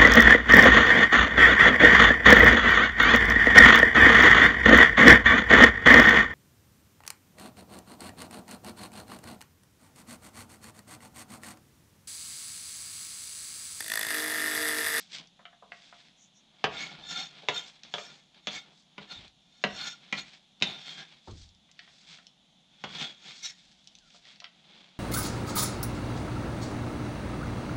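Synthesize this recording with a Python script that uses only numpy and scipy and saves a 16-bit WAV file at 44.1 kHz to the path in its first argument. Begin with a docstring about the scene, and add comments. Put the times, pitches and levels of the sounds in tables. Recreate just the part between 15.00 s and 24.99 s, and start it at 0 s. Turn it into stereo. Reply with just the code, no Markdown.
"""A kitchen knife lands on a wooden board and sweeps chopped onion together, stroke after stroke.
Each landing is a burst of noise ringing the board; each sweep is thousands of tiny slips that ring the blade.
Hands rustle as softer slips, onion bits tick as short clicks that can ring a pot, and the counter thuds as
dull noise. Thin swishes, a falling squeak and a faint room tone fill in.
One close microphone hears it all in a small quiet kitchen, which adds a short tail to the blows."""
import sys
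import numpy as np
from scipy import signal
from scipy.fft import rfft, irfft
from scipy.io import wavfile

SR = 44100
rng = np.random.default_rng(int(sys.argv[2]) if len(sys.argv) > 2 else 0)


def store_wav(level_fs):
    """Save 16-bit WAV to argv[1]."""
    pcm = np.round(np.clip(np.atleast_2d(level_fs), -1, 1) * 32767)
    wavfile.write(sys.argv[1], SR, pcm.T.astype(np.int16))


N = 440559   # length in samples
STEP = 40   # slow curves are worked out once every 40 samples

# Steady room tone. Each row: frequency in Hz, strength in dB per Hz (outline only).
AIR_OUTLINE = [(12, -24.5), (25, -13.5), (60, -11.5), (100, -16.5), (142, -3.5), (182, 2), (428, -19.5),
               (523, -15), (762, -10), (1030, -19), (1600, -22), (2670, -16), (3520, -5), (4760, -21),
               (6770, -21), (8070, -31), (10000, -34), (11800, -40.5), (12600, -77.5)]
# Knife strokes over the board. Each row: peak time in s, rise in s, fall in s, level in dB, brightness in dB,
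# singing pitch in Hz, singing level in dB against the hiss.
STROKES = [(1.81, 0.11, 0.13, -34.5, -1.5, 2206, -6), (2.11, 0.053, 0.081, -35, -1, 6834, -11.5),
           (2.2, 0.13, .09, -32.5, 0, 4330, -12.5), (2.569, 0.085, 0.1, -36.5, 1.5, 3180, -5.5),
           (3.0, 0.12, 0.21, -46, 6, 2408, -15), (3.558, 0.076, 0.062, -34.5, 1.5, 2190, -7.5),
           (4.121, 0.045, 0.08, -39, -2.5, 3770, -11.5), (4.822, 0.1, 0.12, -39, -2, 1424, -5.5),
           (4.879, 0.24, 0.076, -36.5, 2, 5530, -12), (5.191, 0.062, 0.046, -34.5, -1, 4250, -8),
           (5.668, 0.044, 0.16, -39, -5.5, 3595, 1), (5.89, 0.15, 0.16, -41.5, 1.5, 3242, -5.5),
           (6.008, .07, 0.057, -42.5, -2.5, 1636, -7.5), (8.022, 0.18, .12, -36, -1, 3350, -4),
           (8.29, 0.14, 0.19, -46.5, 1.5, 3326, -6.5), (8.432, 0.0088, 0.054, -42.5, 9, 5880, 3.5),
           (8.46, 0.045, 0.041, -34, 6, 3840, -5.5), (8.501, 0.015, 0.043, -44, 5.5, 1887, -6)]
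# Hands wiping and onion sliding. Each row: peak time in s, rise in s, fall in s, level in dB, brightness in dB.
RUSTLES = [(0.0, .1, 0.097, -51, 10), (0.138, 0.04, 0.077, -39.5, 5.5), (.2, 0.035, 0.093, -51, -6.5),
           (.8, 0.12, 0.33, -56.5, 5), (.97, 0.22, 0.25, -58, 2.5), (1.6, 0.067, 0.3, -60, -3),
           (1.95, 0.4, 0.23, -49, -8), (2.4, 0.86, 0.66, -54, -3.5), (2.68, 0.11, 0.095, -52, 7.5),
           (2.85, 0.027, 0.29, -54.5, -4), (3.1, 0.094, 0.13, -51.5, -6), (3.38, 0.059, 0.04, -56, -6.5),
           (3.68, 0.16, 0.19, -62, -8.5), (3.8, 0.14, 0.059, -67, 13.5), (4.03, 0.062, 0.059, -49.5, -6.5),
           (4.251, 0.28, 0.062, -52.5, -3.5), (5.05, .3, 0.46, -56, -2.5), (5.3, 0.14, 0.15, -53, 2.5),
           (6.12, 0.13, 0.13, -54.5, -1.5), (6.31, 0.11, 0.16, -56.5, 9.5),
           (6.42, 0.11, 0.077, -59.5, 14.5), (6.85, 0.23, .4, -61.5, 1), (7.0, 0.18, 0.085, -61, 12),
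           (7.13, 0.12, 0.1, -47.5, 4.5), (8.39, 0.09, 0.063, -55, 14), (8.6, 0.3, 0.65, -63, 8),
           (9.15, 0.18, 0.19, -60, 9), (9.28, 0.078, 0.13, -51, 2), (9.46, 0.038, 0.042, -79, 0),
           (9.73, .2, 0.41, -54, -3.5)]
# Bending modes of the blade. Each row: frequency in Hz, width in Hz, level in dB (wider modes get more).
BLADE_MODES = [(770, 50, -13), (1405, 40, -8), (1750, 45, -10), (2170, 45, -6), (2420, 50, -9),
               (2830, 60, -12), (3230, 50, -6), (3605, 70, 3), (4285, 70, -4), (4720, 60, -12),
               (5440, 60, -8), (5910, 90, -15), (6270, 100, -14), (6740, 110, -11), (7460, 110, -20),
               (8050, 60, -26), (9310, 60, -32), (11300, 150, -44), (13100, 90, -38), (13900, 300, -50),
               (14900, 80, -38)]
# Colour of direct rubbing. Each row: frequency in Hz, strength in dB per Hz (outline only).
RUB_OUTLINE = [(59, -72.5), (100, -31.5), (147, 5.5), (251, -3), (513, -9), (768, -3.5), (1070, -9.5),
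               (1380, -11.5), (2000, -15), (2110, -10), (2990, -11), (3340, -4.5), (6840, -28),
               (8070, -31.5), (10500, -66.5), (17800, -120)]
# Onion bits, ring and fingers ticking on blade and pot. Each row: time in s, level in dB, pitch in Hz.
TICKS = [(0.149, -48, 3000), (0.183, -31, 4200), (0.2094, -44, 2960), (0.272, -42.5, 5050),
         (0.392, -46.5, 1090), (0.4531, -34, 1890), (0.5284, -51.5, 1270), (0.623, -45, 740),
         (0.7188, -29.5, 1920), (0.9254, -39.5, 1520), (1.0836, -46.5, 2970), (2.43, -44.5, 596),
         (2.8335, -33, 3700), (2.8579, -42, 3500), (3.3447, -49, 2500), (4.279, -40, 5500),
         (5.601, -43, 4000), (6.311, -38.5, 5470), (6.49, -45, 5500), (6.548, -50.5, 5500),
         (6.69, -51.5, 1780), (6.7138, -41, 5000), (6.7914, -33.5, 2780), (6.8758, -46, 2000),
         (7.185, -46, 1800), (7.2678, -35.5, 4560), (8.842, -47, 4500), (8.873, -33, 5500),
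         (8.952, -35.5, 4630), (8.986, -40, 5000), (9.103, -46, 4000), (9.1448, -50.5, 805),
         (9.2527, -39.5, 2930), (9.3208, -46, 3500), (9.3583, -44, 3500), (9.4015, -31.5, 3560),
         (9.4194, -44.5, 1200), (9.4416, -28, 2640)]
# A thin high swish while the knife is carried. Each row: start in s, end in s, pitch in Hz, level in dB.
SWISHES = [(1.148, 1.307, 6280, -62), (1.32, 1.43, 6070, -64)]
# Knife landing on the board. Each row: time in s, board level in dB, edge crack level in dB,
# crack pitch in Hz, low thump level in dB.
KNOCKS = [(1.641, -11, -23, 2820, -24), (2.486, -15.5, -14.5, 3620, -33), (2.9393, -23.5, -21, 3380, -37.5),
          (2.982, -27, -33, 3300, -53), (3.4712, -26.5, -17.5, 3390, -35.5),
          (3.9802, -32.5, -42, 2640, -36.5), (4.6389, -13.5, -17.5, 2750, -25),
          (5.1259, -28, -18.5, 2380, -29), (5.6122, -44, -35, 3630, -28.5), (5.623, -25, -7, 3760, -27.5),
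          (7.8392, -25.5, -27.5, 3210, -29.5)]
# Modes of the wooden board. Each row: frequency in Hz, level in dB, time in s to fade by 60 dB.
BOARD_MODES = [(470, -8, .04), (597, -3, .04), (720, -1, .05), (937, -1, .04), (1240, -4, .035),
               (1420, -7, .035), (1720, -7, .03), (2230, -8, .03), (2640, -8, .03), (3290, -10, .025)]
# Colour of the edge crack. Each row: frequency in Hz, strength in dB per Hz (outline only).
CRACK_OUTLINE = [(300, -22), (1300, -6), (3000, 11), (4500, -6), (7000, 6.5), (8300, -18), (11000, -93)]
# Modes of the counter under the board. Each row: frequency in Hz, level in dB, time in s to fade by 60 dB.
COUNTER_MODES = [(155, -1, .13), (200, 0, .13), (240, -4, .1), (310, -6, .08)]
# Bumps against the counter. Each row: time in s, level in dB of each band, highest pitch shaken in Hz.
BUMPS = [(1.96, -61, 50.4), (4.151, -50, 68.4), (6.2723, -40, 650), (8.599, -72.5, 40), (8.93, -71, 35.3)]
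# A finger on wet steel. In order: start in s, end in s, first pitch in Hz, last pitch in Hz, level in dB.
SQUEAK = (8.99, 9.1, 1800, 1350, -66)

AIR_DB = -65
SWELL_POWER = 1.093   # rise and fall are the times to 20 dB down; 1 = pointed top, 2 = round top
# Board rumble and bright fizz against the hiss; brightness tips one down, the other up.
RUMBLE_DB, FIZZ_DB = -10.5, -8.5
RINGING_UPRIGHT, RINGING_FLAT = 0.7, 0.26   # share of a stroke's power that is blade ring
FLAT_FROM_S, FLAT_TO_S = 5.5, 8.4   # the blade lies flat under the onion, which damps it
OFF_BOARD_DB = -12   # once the blade is tilted up again, its rasp hardly reaches the wood
SING_T60_S = 0.045
CRACKLE_PER_S, CRACKLE_DB = 120, -12   # onion bits snapping loose under the hands, against the rustle
TICK_CYCLES, TICK_TAIL = 43.5, 0.18   # a tick fades by 60 dB in this many cycles; share of its longer tail
POT_HZ, POT_T60_S, POT_SHARE, POT_BELOW_HZ = 702, 0.073, 0.65, 1530
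ROOM_T60_S, ROOM_DB = 0.34, -10
KNOCK_THUD_DB, KNOCK_THUD_HZ = -29, 72   # each knock shakes the counter too, against its thump
THUD_T60_S, THUD_LOWEST_HZ = 0.44, 50   # fade time at 100 Hz, shorter above
CUTOFF_HZ = 15300   # from here up, the sound is at least 70 dB down


def amp(db):
    """Turn dB into a gain."""
    return 10 ** (np.asarray(db) / 20)


def rms_one(x):
    """Scale to an average (rms) strength of 1."""
    return x / np.sqrt(np.mean(x ** 2) + 1e-20)


def peak_one(x):
    """Scale to a peak of 1."""
    return x / np.abs(x).max()


def band(x, low_hz, high_hz):
    """Keep only the pitches between two limits (Butterworth band-pass)."""
    return signal.sosfilt(signal.butter(3, [low_hz, high_hz], "band", fs=SR, output="sos"), x)


def coloured(x, outline):
    """Filter to a dB-per-Hz outline, with no sound ahead of its cause (minimum phase)."""
    hz, db = np.transpose(outline)
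    grid_hz = np.maximum(np.arange(2049) * SR / 4096, 1)
    gain = amp(np.interp(np.log(grid_hz), np.log(hz), db))
    cepstrum = irfft(np.log(gain))
    # Folding the second half onto the first gives minimum phase.
    cepstrum[1:2048] *= 2
    cepstrum[2049:] = 0
    response = irfft(np.exp(rfft(cepstrum)))
    return signal.fftconvolve(x, response)[:len(x)]


def every_sample(curve):
    """Fill in a slow curve between its steps."""
    return np.interp(np.arange(N) / STEP, np.arange(len(curve)), curve)


def drift(rate_hz):
    """A slow random wander of spread 1: noise smoothed twice."""
    r = np.exp(-2 * np.pi * rate_hz * STEP / SR)
    noise = rng.standard_normal(N // STEP + 2002)
    slow = signal.lfilter([1], [1, -2 * r, r * r], noise)[2000:]   # skip the filter's warm-up
    return every_sample(rms_one(slow))


def ring(x, hz, t60):
    """A resonance: a unit click sets a sine of height 1 ringing, 60 dB down after t60 seconds."""
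    r = amp(-60 / (t60 * SR))
    w = 2 * np.pi * hz / SR
    return signal.lfilter([0, np.sin(w)], [1, -2 * r * np.cos(w), r * r], x + 1e-18)


def burst(t60, size=12000):
    """Noise that starts at once and dies away."""
    return rng.standard_normal(size) * amp(-60 * np.arange(size) / SR / t60)


def add(out, s, sound):
    """Mix a sound in at time s."""
    i = round(s * SR)
    out[i:i + len(sound)] += sound[:N - i]


def swells(rows):
    """Slow gain of each row: up to its peak and down again."""
    peak, rise, fall, db = np.array([row[:4] for row in rows]).T[:, :, None]
    t = np.arange(0, N + STEP, STEP) / SR - peak
    distance = np.abs(t / np.where(t < 0, rise, fall))
    return amp(np.maximum(db - 20 * distance ** SWELL_POWER, -120))


def total(gains, db=0):
    """Unrelated sounds add as powers; the sum is given for every sample."""
    return every_sample(np.sqrt(np.sum((gains * amp(db)) ** 2, axis=0)))


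def grains(per_s, spread_db, lumpy_db):
    """Uneven slips of an edge over fibres: random clicks that come in lumps; rms 1."""
    sizes = amp(spread_db * np.minimum(rng.exponential(1, N), 5))
    signs = rng.choice([-1, 1], N)
    happens = rng.random(N) < per_s / SR
    return rms_one(sizes * signs * happens * amp(lumpy_db * drift(22.7)))


def room_tone():
    """Steady coloured noise whose level wanders slightly."""
    noise = coloured(rng.standard_normal(N), AIR_OUTLINE)
    return amp(AIR_DB + 0.5 * drift(6)) * rms_one(noise)


def blade_ring():
    """Slips ring the blade's bending modes, each waxing and waning as the contact moves."""
    slips = grains(per_s=6000, spread_db=3.0, lumpy_db=1.5)
    blade = np.zeros(N)
    for k, (hz, width_hz, db) in enumerate(BLADE_MODES):
        t60 = np.log(1000) / (np.pi * width_hz)   # a narrow mode rings long
        push = slips * amp(4 * drift(11))
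        mode = ring(ring(push, hz, t60), hz, t60 / 4)
        sign = (-1) ** k   # neighbouring modes move in opposite directions
        blade += sign * amp(db) * np.sqrt(width_hz) * rms_one(mode)
    return blade


def crackle(rustles):
    """Onion bits snap loose under the hands: sparse clicks that follow the rustle."""
    snaps = coloured(grains(CRACKLE_PER_S, spread_db=2, lumpy_db=2.5), RUB_OUTLINE)
    return total(rustles, CRACKLE_DB) * rms_one(band(snaps, 1500, 7500))


def singing(strokes):
    """The edge's chatter locks onto a pitch and sings: noise through one resonance per stroke."""
    out = np.zeros(N)
    evening = 2 * np.sqrt(np.log(1000) / (SING_T60_S * SR))   # brings the rung noise back to rms 1
    for gain, (*_, hz, db) in zip(strokes, STROKES):
        noise = rng.standard_normal(N) * total(gain[None], db)
        out += ring(noise, hz, SING_T60_S) * evening
    return out


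def rubbing():
    """Slips of hands, onion and knife sound directly; under a knife stroke they also ring the blade."""
    strokes, rustles = swells(STROKES), swells(RUSTLES)
    gains = np.vstack([strokes, rustles])
    bright_db = np.array([[row[4]] for row in STROKES + RUSTLES])
    stroke_off_db = [[OFF_BOARD_DB * (row[0] > FLAT_TO_S)] for row in STROKES]
    off_board_db = np.array(stroke_off_db + [[0]] * len(RUSTLES))

    blade = blade_ring()
    direct = coloured(grains(per_s=8000, spread_db=3.5, lumpy_db=2.0), RUB_OUTLINE)
    t = np.arange(N) / SR
    flat = (t > FLAT_FROM_S) & (t < FLAT_TO_S)
    stroke_share = (total(strokes) / total(gains)) ** 2
    ringing = np.where(flat, RINGING_FLAT, RINGING_UPRIGHT) * stroke_share

    bands = [(RUMBLE_DB - bright_db + off_board_db, 120, 1600),   # rumble
             (0, 1600, 4900),   # hiss
             (FIZZ_DB + bright_db, 4900, 15200)]   # fizz
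    out = np.zeros(N)
    for db, low_hz, high_hz in bands:
        ringing_part = np.sqrt(ringing) * rms_one(band(blade, low_hz, high_hz))
        direct_part = np.sqrt(1 - ringing) * rms_one(band(direct, low_hz, high_hz))
        out += total(gains, db) * (ringing_part + direct_part)
    return out + crackle(rustles) + singing(strokes)


def ticks():
    """A dry click around its pitch with a short tail; dull ones also ring the pot."""
    out = np.zeros(N)
    size = 6000
    onset = np.minimum(np.arange(size) / (.001 * SR), 1)   # soft bits take a millisecond to land
    for s, level_db, hz in TICKS:
        t60 = TICK_CYCLES / hz
        noise = onset * (burst(t60, size) + TICK_TAIL * burst(4 * t60, size))
        click = peak_one(band(noise, hz / 1.72, min(hz * 1.65, 7600)))
        pot_share = POT_SHARE / (1 + (hz / POT_BELOW_HZ) ** 4)   # bright ticks hardly ring it
        pot = pot_share * peak_one(ring(burst(0.005, size), POT_HZ, POT_T60_S))
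        add(out, s, amp(level_db) * (click + pot))
    return out


def kitchen(x):
    """Echoes blur into a tail: dying noise, duller with time, after a short gap."""
    bright = burst(0.37 * ROOM_T60_S, size=24000)
    dull = signal.lfilter([.3], [1, -.7], burst(ROOM_T60_S, size=24000))
    tail = band(np.concatenate([np.zeros(150), bright + 0.83 * dull]), 130, 6400)
    return signal.fftconvolve(x, tail / np.sqrt(np.sum(tail ** 2)))[:N]


def swish():
    """Short swells of narrow treble noise as the knife is carried."""
    out = np.zeros(N)
    for start, end, hz, db in SWISHES:
        size = round((end - start) * SR)
        noise = rms_one(band(rng.standard_normal(size), hz / 1.1, hz * 1.12))
        add(out, start, amp(db) * np.hanning(size) * noise)
    return out


def knocks():
    """The edge lands: a crack, a dry wooden rattle through the board's modes, and a thump."""
    out = np.zeros(N)
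    for s, board_db, crack_db, crack_hz, thump_db in KNOCKS:
        touch = burst(t60=0.074)
        board = np.zeros(len(touch))
        for hz, db, t60 in BOARD_MODES:
            board += amp(db + rng.normal(0, 1)) * ring(touch, hz, t60)   # no two landings alike
        rattle = band(burst(t60=0.035), 395, 3460)
        wood = 0.37 * peak_one(board) + peak_one(rattle)

        touch[700:] = 0   # only the first moments push the heavy counter
        thump = sum(amp(db) * ring(touch, hz, t60) for hz, db, t60 in COUNTER_MODES)

        snap = burst(t60=0.0063) + 0.37 * burst(t60=0.07)
        pitched = peak_one(ring(snap, crack_hz, .009))
        crack = pitched + .7 * peak_one(coloured(snap, CRACK_OUTLINE))

        add(out, s, amp(board_db) * wood)
        add(out, s, amp(crack_db) * peak_one(crack))
        add(out, s, amp(thump_db) * peak_one(thump))
    return out


def thuds():
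    """The counter shakes: dull noise in bands from the highest pitch down; low bands swell and fade slower."""
    out = np.zeros(N)
    size = 30000
    knock_bumps = [(row[0], row[4] + KNOCK_THUD_DB, KNOCK_THUD_HZ) for row in KNOCKS]
    for s, level_db, hz in BUMPS + knock_bumps:
        while True:   # the highest band always sounds, even below the lowest pitch
            swell = 1 - np.exp(-np.arange(size) * hz / SR)   # grows over about one cycle
            t60 = THUD_T60_S * (100 / hz) ** 0.49
            noise = band(swell * burst(t60, size), hz / 1.8, hz * 1.8)
            add(out, s, amp(level_db) * peak_one(noise))
            hz /= 3.3
            if hz < THUD_LOWEST_HZ:
                break
    return out


def squeak():
    """A finger on wet steel: a wavering tone that falls in pitch."""
    start, end, from_hz, to_hz, db = SQUEAK
    size = round((end - start) * SR)
    fall = np.linspace(1, 0, size) ** 2
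    hz = to_hz + (from_hz - to_hz) * fall + 45 * drift(70)[:size]
    tone = np.sin(2 * np.pi * np.cumsum(hz) / SR)
    loudness = np.linspace(.3, 1, size) * signal.windows.tukey(size, .4)
    out = np.zeros(N)
    add(out, start, amp(db) * loudness * tone)
    return out


def scene():
    """Everything reaches the one microphone, heard alike on both channels."""
    blows = band(knocks() + band(ticks(), 300, 9700), 190, 5850)
    near = blows + rubbing() + squeak()
    room = amp(ROOM_DB) * kitchen(blows)
    mono = near + room + thuds() + swish() + room_tone()
    return np.array([mono, mono])


def record(dry):
    """A steep filter cuts off the top of the treble."""
    return signal.sosfilt(signal.cheby2(12, 70, CUTOFF_HZ, fs=SR, output="sos"), dry)


dry = scene()
out = record(dry)
store_wav(out)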